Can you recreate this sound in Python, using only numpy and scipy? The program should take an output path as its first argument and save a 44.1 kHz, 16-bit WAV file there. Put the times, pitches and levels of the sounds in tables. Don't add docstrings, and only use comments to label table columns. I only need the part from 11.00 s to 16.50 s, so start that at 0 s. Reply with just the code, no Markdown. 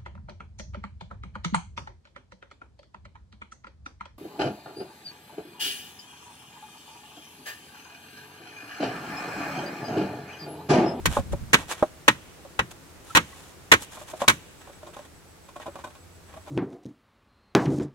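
import sys
import numpy as np
from scipy import signal
from scipy.fft import rfft, irfft
from scipy.io import wavfile
from scipy.ndimage import uniform_filter1d

SR = 44100
rng = np.random.default_rng(int(sys.argv[2]) if len(sys.argv) > 2 else 0)


def transcribe(signal):
    frames = np.atleast_2d(signal).T
    limited = np.clip(frames, -1, 1)
    pcm = np.round(limited * 32767).astype(np.int16)
    wavfile.write(sys.argv[1], SR, pcm)


N = 242550
CLOCK = np.arange(N) / SR
RING_SIZE = SR // 3
RING_TIME = np.arange(RING_SIZE) / SR

# (pitch [Hz], relative level [dB], time to fall 60 dB [s])
TUBE_MODES = [(205, -11, .1), (302, -8, .09), (380, -14, .07), (505, -11, .07), (590, -14, .07),
              (885, -6, .07), (1000, -3, .07), (1083, -1, .065), (1290, -1, .075), (1556, 1, .075),
              (1680, -5, .06), (1892, 0, .075), (2287, -2, .08), (2560, -4, .07), (2911, -5, .07),
              (3177, -9, .06), (3364, -10, .06), (3496, -9, .06), (3821, -12, .06), (4080, -12, .04),
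              (6320, -9, .05), (7512, -15, .05)]
# (frequency [Hz], relative level [dB])
GRIT_SPECTRUM = [(100, -23), (500, 1), (900, 5.5), (2000, -5.5), (3500, -2.5), (4800, -11.5), (7000, -7.5),
                 (11000, -14), (15500, -27)]
# (frequency [Hz], correlation [-1 to 1])
STEREO_LIKENESS = [(40, 1), (150, 1), (400, 0.87), (800, 0.89), (2000, 0.29), (6000, 0.094), (14000, 0.24)]


def undb(db):
    return 10 ** (np.asarray(db) / 20)


def on_log(points, hz):
    point_hz, value = np.transpose(points)
    return np.interp(np.log(hz + 1), np.log(point_hz), value)


def add(out, start_s, sound):
    first = max(int(start_s * SR), 0)
    out[:, first:first + sound.shape[1]] += sound[:, :max(N - first, 0)]


def noise(spectrum, size, treble_db=0, alike=1):
    hz = np.fft.rfftfreq(size, 1 / SR)
    gain = undb(on_log(spectrum, hz))
    gain = gain / np.sqrt(np.mean(gain ** 2))
    shelf = undb(treble_db * hz ** 2 / (hz ** 2 + 4000 ** 2))
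    like = np.clip(alike * on_log(STEREO_LIKENESS, hz), -.98, .98)
    shares = np.sqrt([(1 + like) / 2, (1 - like) / 2])
    mid, side = rfft(rng.standard_normal((2, size))) * shares
    return irfft(gain * shelf * np.array([mid + side, mid - side]), size)


def fade(t60, hold=0):
    return np.exp(-np.log(1000) * np.maximum(RING_TIME - hold, 0) / max(t60, .005))


def mode(hz, t60, cycle=0):
    angle = np.arccos(np.clip(on_log(STEREO_LIKENESS, hz), -1, 1))
    spread = angle * rng.choice([-1, 1]) * np.array([[.5], [-.5]])
    return np.sin(2 * np.pi * (hz * RING_TIME + cycle) + spread) * fade(t60)


def swell(middle_s, spread_s):
    return np.exp(-.5 * ((CLOCK - middle_s) / spread_s) ** 2)


def near(hz, centre_hz, octaves):
    return np.exp(-.5 * (np.log2(hz / centre_hz) / octaves) ** 2)


def air():
    # (frequency [Hz], relative level [dB])
    hush_spectrum = [(15, -63), (25, -16.5), (80, -2.5), (117, -8.5), (157, -6.5), (229, -14), (263, -11),
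                     (335, -10), (677, -16.5), (1190, -18.5), (1440, -19), (2000, -21.5), (3340, -26),
                     (8140, -27), (16000, -36)]
    # (time [s], level [dB])
    hush_level = [(0, -47), (1, -49), (3.3, -49), (4.2, -51.5), (5.5, -51.5)]
    hush = noise(hush_spectrum, N, alike=0.46)
    hush = hush * undb(np.interp(CLOCK, *np.transpose(hush_level)))
    later = np.clip((CLOCK - 3.42) / .05, 0, 1)
    chirp_hz = 7.17
    chirps = np.clip(.4 + .7 * np.cos(2 * np.pi * chirp_hz * (CLOCK - 5.005)), 0, 1)
    insect = noise([(7200, -52), (7750, -12), (7930, 15), (8100, -10), (8700, -56)], N) * chirps
    drone = noise([(50, -66), (72, -15), (85, -3), (100, -24.0), (160, -85)], N) * swell(5.63, 0.53)
    return hush + undb(-64.5) * insect * later + undb(-50.5) * drone


def yard(sound, wet_db=-33, t60=1.67):
    # (frequency [Hz], relative level [dB])
    tail_spectrum = [(80, 6), (300, -10), (700, -4), (1400, -18), (2800, 1.5), (4800, -8.5), (7500, 1),
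                     (15000, -4)]
    time = np.arange(SR) / SR
    tail = noise(tail_spectrum, SR) * np.exp(-np.log(1000) * time / t60)
    tail = tail * np.minimum(time / 0.016, 1)
    tail = tail / np.sqrt(np.sum(tail ** 2) / 2)
    return undb(wet_db) * signal.fftconvolve(sound, tail, axes=1)[:, :N]


def bumps():
    # (middle [s], level [dB], spread [s])
    bump_rows = [(0.089, -22.5, 0.02), (0.196, -21, 0.0089), (0.336, -24.5, 0.018), (.43, -29, 0.0086)]
    hz = 83
    rumble_spectrum = [(hz / 3, -14), (hz * 0.62, -6), (hz, 0), (hz * 1.43, -9),
                       (hz * 2.53, -13), (hz * 6, -38), (hz * 40, -80)]
    rumble = noise(rumble_spectrum, N, alike=0.29)
    shift_db, end_s, fade_s = -37.5, 0.77, 0.41
    shifting = undb(shift_db) * np.clip((end_s - CLOCK) / fade_s, 0, 1)
    power = shifting ** 2
    for middle_s, db, spread_s in bump_rows:
        power = power + (undb(db) * swell(middle_s, spread_s)) ** 2
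    return rumble * np.sqrt(power)


def shuffles():
    # (start [s], end [s], middle level [dB], treble [dB])
    handling_spells = [(2.905, 3.2, -49, 12), (3.599, 4.05, -54, 1), (4.602, 4.919, -52.5, -5),
                       (5.28, 5.5, -53.5, -9)]
    gap_s, spread_s, scatter_db = .04, .011, 5
    rows = []
    for start_s, end_s, db, treble_db in handling_spells:
        slots = np.arange(start_s, end_s, gap_s)
        for slot_s, (late, size) in zip(slots, rng.uniform(-1, 1, (len(slots), 2))):
            middle_s = slot_s + gap_s * (1 + late) / 2
            rows.append((middle_s, db + scatter_db * size, spread_s, treble_db))
    return rows


def scrapes():
    # (middle [s], level [dB], spread [s], treble [dB])
    scrape_rows = [(0.144, -35.5, 0.034, 6), (0.329, -41, .006, 7.5), (0.604, -38, 0.026, 0),
                   (0.717, -29, 0.016, 5.5), (0.791, -44.5, .053, 1), (1.716, -44.5, 0.0056, 10),
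                   (2.105, -50.5, 0.038, 10.5), (2.371, -53.5, 0.12, 10.5), (2.827, -44, 0.014, 17),
                   (2.967, -49, 0.0037, -2), (3.087, -43.5, 0.0068, 4), (3.22, -33.5, 0.013, 0.5),
                   (3.943, -43, 0.0071, -1), (4.62, -41.5, .012, -6)]
    grain_scatter_db = 2.5
    out = np.zeros((2, N))
    wall = sum(undb(db) * mode(hz, t60 / 2, rng.random()) for hz, db, t60 in TUBE_MODES)
    wall = wall / np.sqrt(np.sum(wall ** 2) / 2)
    for middle_s, db, spread_s, treble_db in scrape_rows + shuffles():
        grain_db = grain_scatter_db * rng.standard_normal(RING_SIZE // 96 + 1)
        grains = uniform_filter1d(undb(grain_db).repeat(96)[:RING_SIZE], size=32)
        start_s = max(middle_s - RING_TIME[-1] / 2, 0)
        slip = grains * np.exp(-.5 * ((RING_TIME + start_s - middle_s) / spread_s) ** 2)
        scratch = noise(GRIT_SPECTRUM, RING_SIZE, treble_db) * slip
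        push = slip * rng.standard_normal(RING_SIZE)
        body = signal.fftconvolve(wall, push[None], axes=1)[:, :RING_SIZE]
        add(out, start_s, undb(db) * (undb(-3.0) * scratch + undb(-7.0) * body))
    return out


def squeaks():
    # (middle [s], level [dB], spread [s], middle pitch [Hz])
    squeak_rows = [(2.11, -34.5, 0.0052, 1335), (2.332, -44, 0.0041, 1100), (2.333, -47, 0.0043, 1960)]
    waver = uniform_filter1d(rng.standard_normal(N // 128 + 1).repeat(128)[:N], size=128)
    bent_time = np.cumsum(1 + 0.017 * waver) / SR
    out = 0
    for middle_s, db, spread_s, hz in squeak_rows:
        out = out + undb(db) * swell(middle_s, spread_s) * np.sin(2 * np.pi * hz * bent_time)
    return out


def knocks():
    # (start [s], level [dB], favoured resonance [Hz], rise [s])
    knock_rows = [(.1668, -17, 760, 0.0023), (.18, -31, 680, 0.011), (.33, -29, 544, .004),
                  (.8252, -10.5, 574, 0.00094), (1.449, -42, 604, 0.0013), (2.97, -39, 900, 0.0023),
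                  (3.012, -41, 750, .004), (3.131, -34.5, 695, 0.0076), (3.217, -21, 760, 0.0016),
                  (3.233, -32, 920, 0.009), (3.671, -45.5, 800, 0.0027), (3.695, -46, 596, 0.0016),
                  (3.83, -42.5, 620, .002), (3.862, -41.5, 950, 0.0098), (3.886, -44, 493, 0.0018),
                  (3.965, -38, 880, 0.0022), (3.992, -42.5, 595, 0.00099), (4.481, -47.5, 990, 0.01),
                  (4.556, -37.5, 890, 0.0083), (4.597, -39.5, 825, 0.0016), (4.655, -34.5, 850, 0.014),
                  (4.678, -35.5, 495, 0.0057), (4.755, -35, 860, 0.0014), (4.787, -43.5, 870, 0.0032),
                  (4.838, -34, 1120, 0.0072), (4.862, -44.5, 860, 0.013), (4.95, -49, 1010, 0.0033),
                  (5.338, -46, 940, 0.0016), (5.359, -43, 690, 0.016), (5.466, -42.5, 840, 0.015)]
    # (middle pitch [Hz], relative level [dB])
    hollow_modes = [(255, 7.5), (340, 6.5), (598, 6), (775, -1.5), (1060, 0.5), (1440, -1.5)]
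    # (pitch [Hz], relative level [dB])
    wall_modes = [(1850, -37), (2430, -3.5), (3370, -12), (3720, -8)]
    usual_db, usual_hz, usual_t60_s, usual_grit_db = -38.5, 805, 0.083, -13
    firm_db = 52
    grit_per_octave, grit_loss = 10.5, 0.42
    out = np.zeros((2, N))
    for start_s, db, favoured_hz, rise_s in knock_rows:
        extra_db = db - usual_db
        t60 = usual_t60_s * .5 ** (extra_db / firm_db)
        grit_db = usual_grit_db + grit_per_octave * np.log2(favoured_hz / usual_hz) - grit_loss * extra_db
        hollow = 0
        for hz, mode_db in hollow_modes:
            gain = undb(mode_db - 18.8 * (1 - near(hz, favoured_hz, octaves=0.57)))
            hollow = hollow + gain * mode(hz * (1 + 0.032 * rng.standard_normal()), t60)
        rattle_spectrum = [(120, -14), (350, -7), (favoured_hz, 0), (1250, -6), (2100, -25), (7000, -55)]
        rattle = noise(rattle_spectrum, RING_SIZE) * fade(t60)
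        grit = undb(3.5) * noise(GRIT_SPECTRUM, RING_SIZE) * fade(t60)
        grit = grit + sum(undb(wall_db) * mode(hz, t60, rng.random()) for hz, wall_db in wall_modes)
        rise_s = max(rise_s, .0003)
        push = np.minimum(RING_TIME / rise_s, 1) / np.maximum(fade(t60), 1e-3 ** (rise_s / t60))
        mix = hollow + undb(-4) * rattle + undb(grit_db) * grit
        add(out, start_s, undb(db) * mix * push)
    return out


def chisel():
    # (start [s], level [dB], bite time [s], crunch length [s], treble [dB], favoured resonance [Hz])
    blow_rows = [(0.0549, -21, 0.0021, 0.009, 12.5, 1010), (0.5307, -15, 0.0024, 0.0094, 7.5, 990),
                 (0.5417, -8.5, 0.00065, 0.0032, 1.5, 1560), (1.0788, -6.5, 0.0039, 0.0061, -1, 1880),
                 (1.5901, -14, 0.0024, 0.0051, -8.5, 1280), (2.1495, -17, 0.0017, 0.019, 6, 1540),
                 (2.171, -8, 0.00081, 0.0031, -0.5, 1560), (2.7158, -7, 0.0034, 0.0093, 3.5, 1020),
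                 (2.7335, -13.5, 0.0038, .007, 1.5, 1080), (3.2783, -8.5, 0.0056, 0.0053, 9, 1900),
                 (3.292, -16.5, 0.003, 0.0094, 5.5, 1090)]
    # (frequency [Hz], relative level [dB])
    crunch_spectrum = [(60, -51), (200, -13), (500, -1.5), (700, -10.5), (1000, 0.5), (1900, 1.5),
                       (2800, -4), (3900, -7), (4800, -16.5), (6200, -11.5), (9000, -18), (15500, -29.5)]
    # (frequency [Hz], relative level [dB])
    thump_spectrum = [(25, -22), (60, -3), (130, -0.5), (300, -3.5), (500, -22), (1200, -32), (4000, -90)]
    usual_crunch_s, tube_db, tube_db_per_doubling = 0.006, -5.5, 8.5
    thump_base_db, thump_growth = -24, 0.19
    out = np.zeros((2, N))
    split = signal.butter(2, 4200, fs=SR, output="sos")
    for start_s, db, bite_s, crunch_s, treble_db, favoured_hz in blow_rows:
        sizes = undb(0.75 * np.minimum(rng.exponential(size=RING_SIZE // 16 + 1), np.pi))
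        snaps = uniform_filter1d(sizes.repeat(16)[:RING_SIZE], size=24)
        bite = np.minimum(RING_TIME / bite_s, 1)
        fibres = noise(crunch_spectrum, RING_SIZE, treble_db) * snaps / np.mean(snaps) * bite
        body = signal.sosfiltfilt(split, fibres)
        crunch = body * fade(0.061, crunch_s) + (fibres - body) * fade(0.04, crunch_s)
        rattle = noise(crunch_spectrum, RING_SIZE, treble_db + 4.0) * fade(0.21)
        rattle = rattle * np.minimum(RING_TIME / 0.032, 1)
        ring = 0
        for hz, mode_db, t60 in TUBE_MODES:
            favour_db = 3.8 * near(hz, favoured_hz, octaves=0.11)
            gain = undb(mode_db + favour_db + rng.standard_normal())
            ring = ring + gain * mode(hz * (1 + 0.0018 * rng.standard_normal()), t60, rng.random())
        ring = ring * (1 - np.exp(-RING_TIME / max(crunch_s / 2, .0005)))
        ring_db = tube_db + tube_db_per_doubling * np.log2(crunch_s / usual_crunch_s)
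        thump = noise(thump_spectrum, RING_SIZE) * fade(0.2) * (1 - np.exp(-RING_TIME / 0.0015))
        thump_db = thump_base_db + thump_growth * db
        blow = undb(0.5) * crunch + undb(-20.5) * rattle + undb(ring_db) * ring
        add(out, start_s, undb(db) * blow + undb(thump_db) * thump)
    return out


def from_left(sound, lag_s):
    hz = np.fft.rfftfreq(N, 1 / SR)
    return irfft(rfft(sound) * np.exp(-2j * np.pi * hz * np.array([[0], [lag_s]])), N)


def scene():
    work = from_left(chisel(), lag_s=0.00018) + knocks() + scrapes() + squeaks()
    sound = work + yard(work) + bumps() + air()
    # (frequency [Hz], level difference [dB])
    lean_points = [(500, 0), (2000, -1.6), (5000, -0.38), (9000, 0.93), (13000, 0.39)]
    lean_db = on_log(lean_points, np.fft.rfftfreq(N, 1 / SR))
    return irfft(rfft(sound) * undb(np.array([lean_db, -lean_db]) / 2), N)


def record(dry):
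    top_hz, ceiling = 15900, .95
    clipped = dry / (1 + (dry / ceiling) ** 8) ** (1 / 8)
    top_cut = signal.ellip(10, .2, 80, top_hz, fs=SR, output="sos")
    return signal.sosfilt(top_cut, clipped)


dry = scene()
out = record(dry)
transcribe(out)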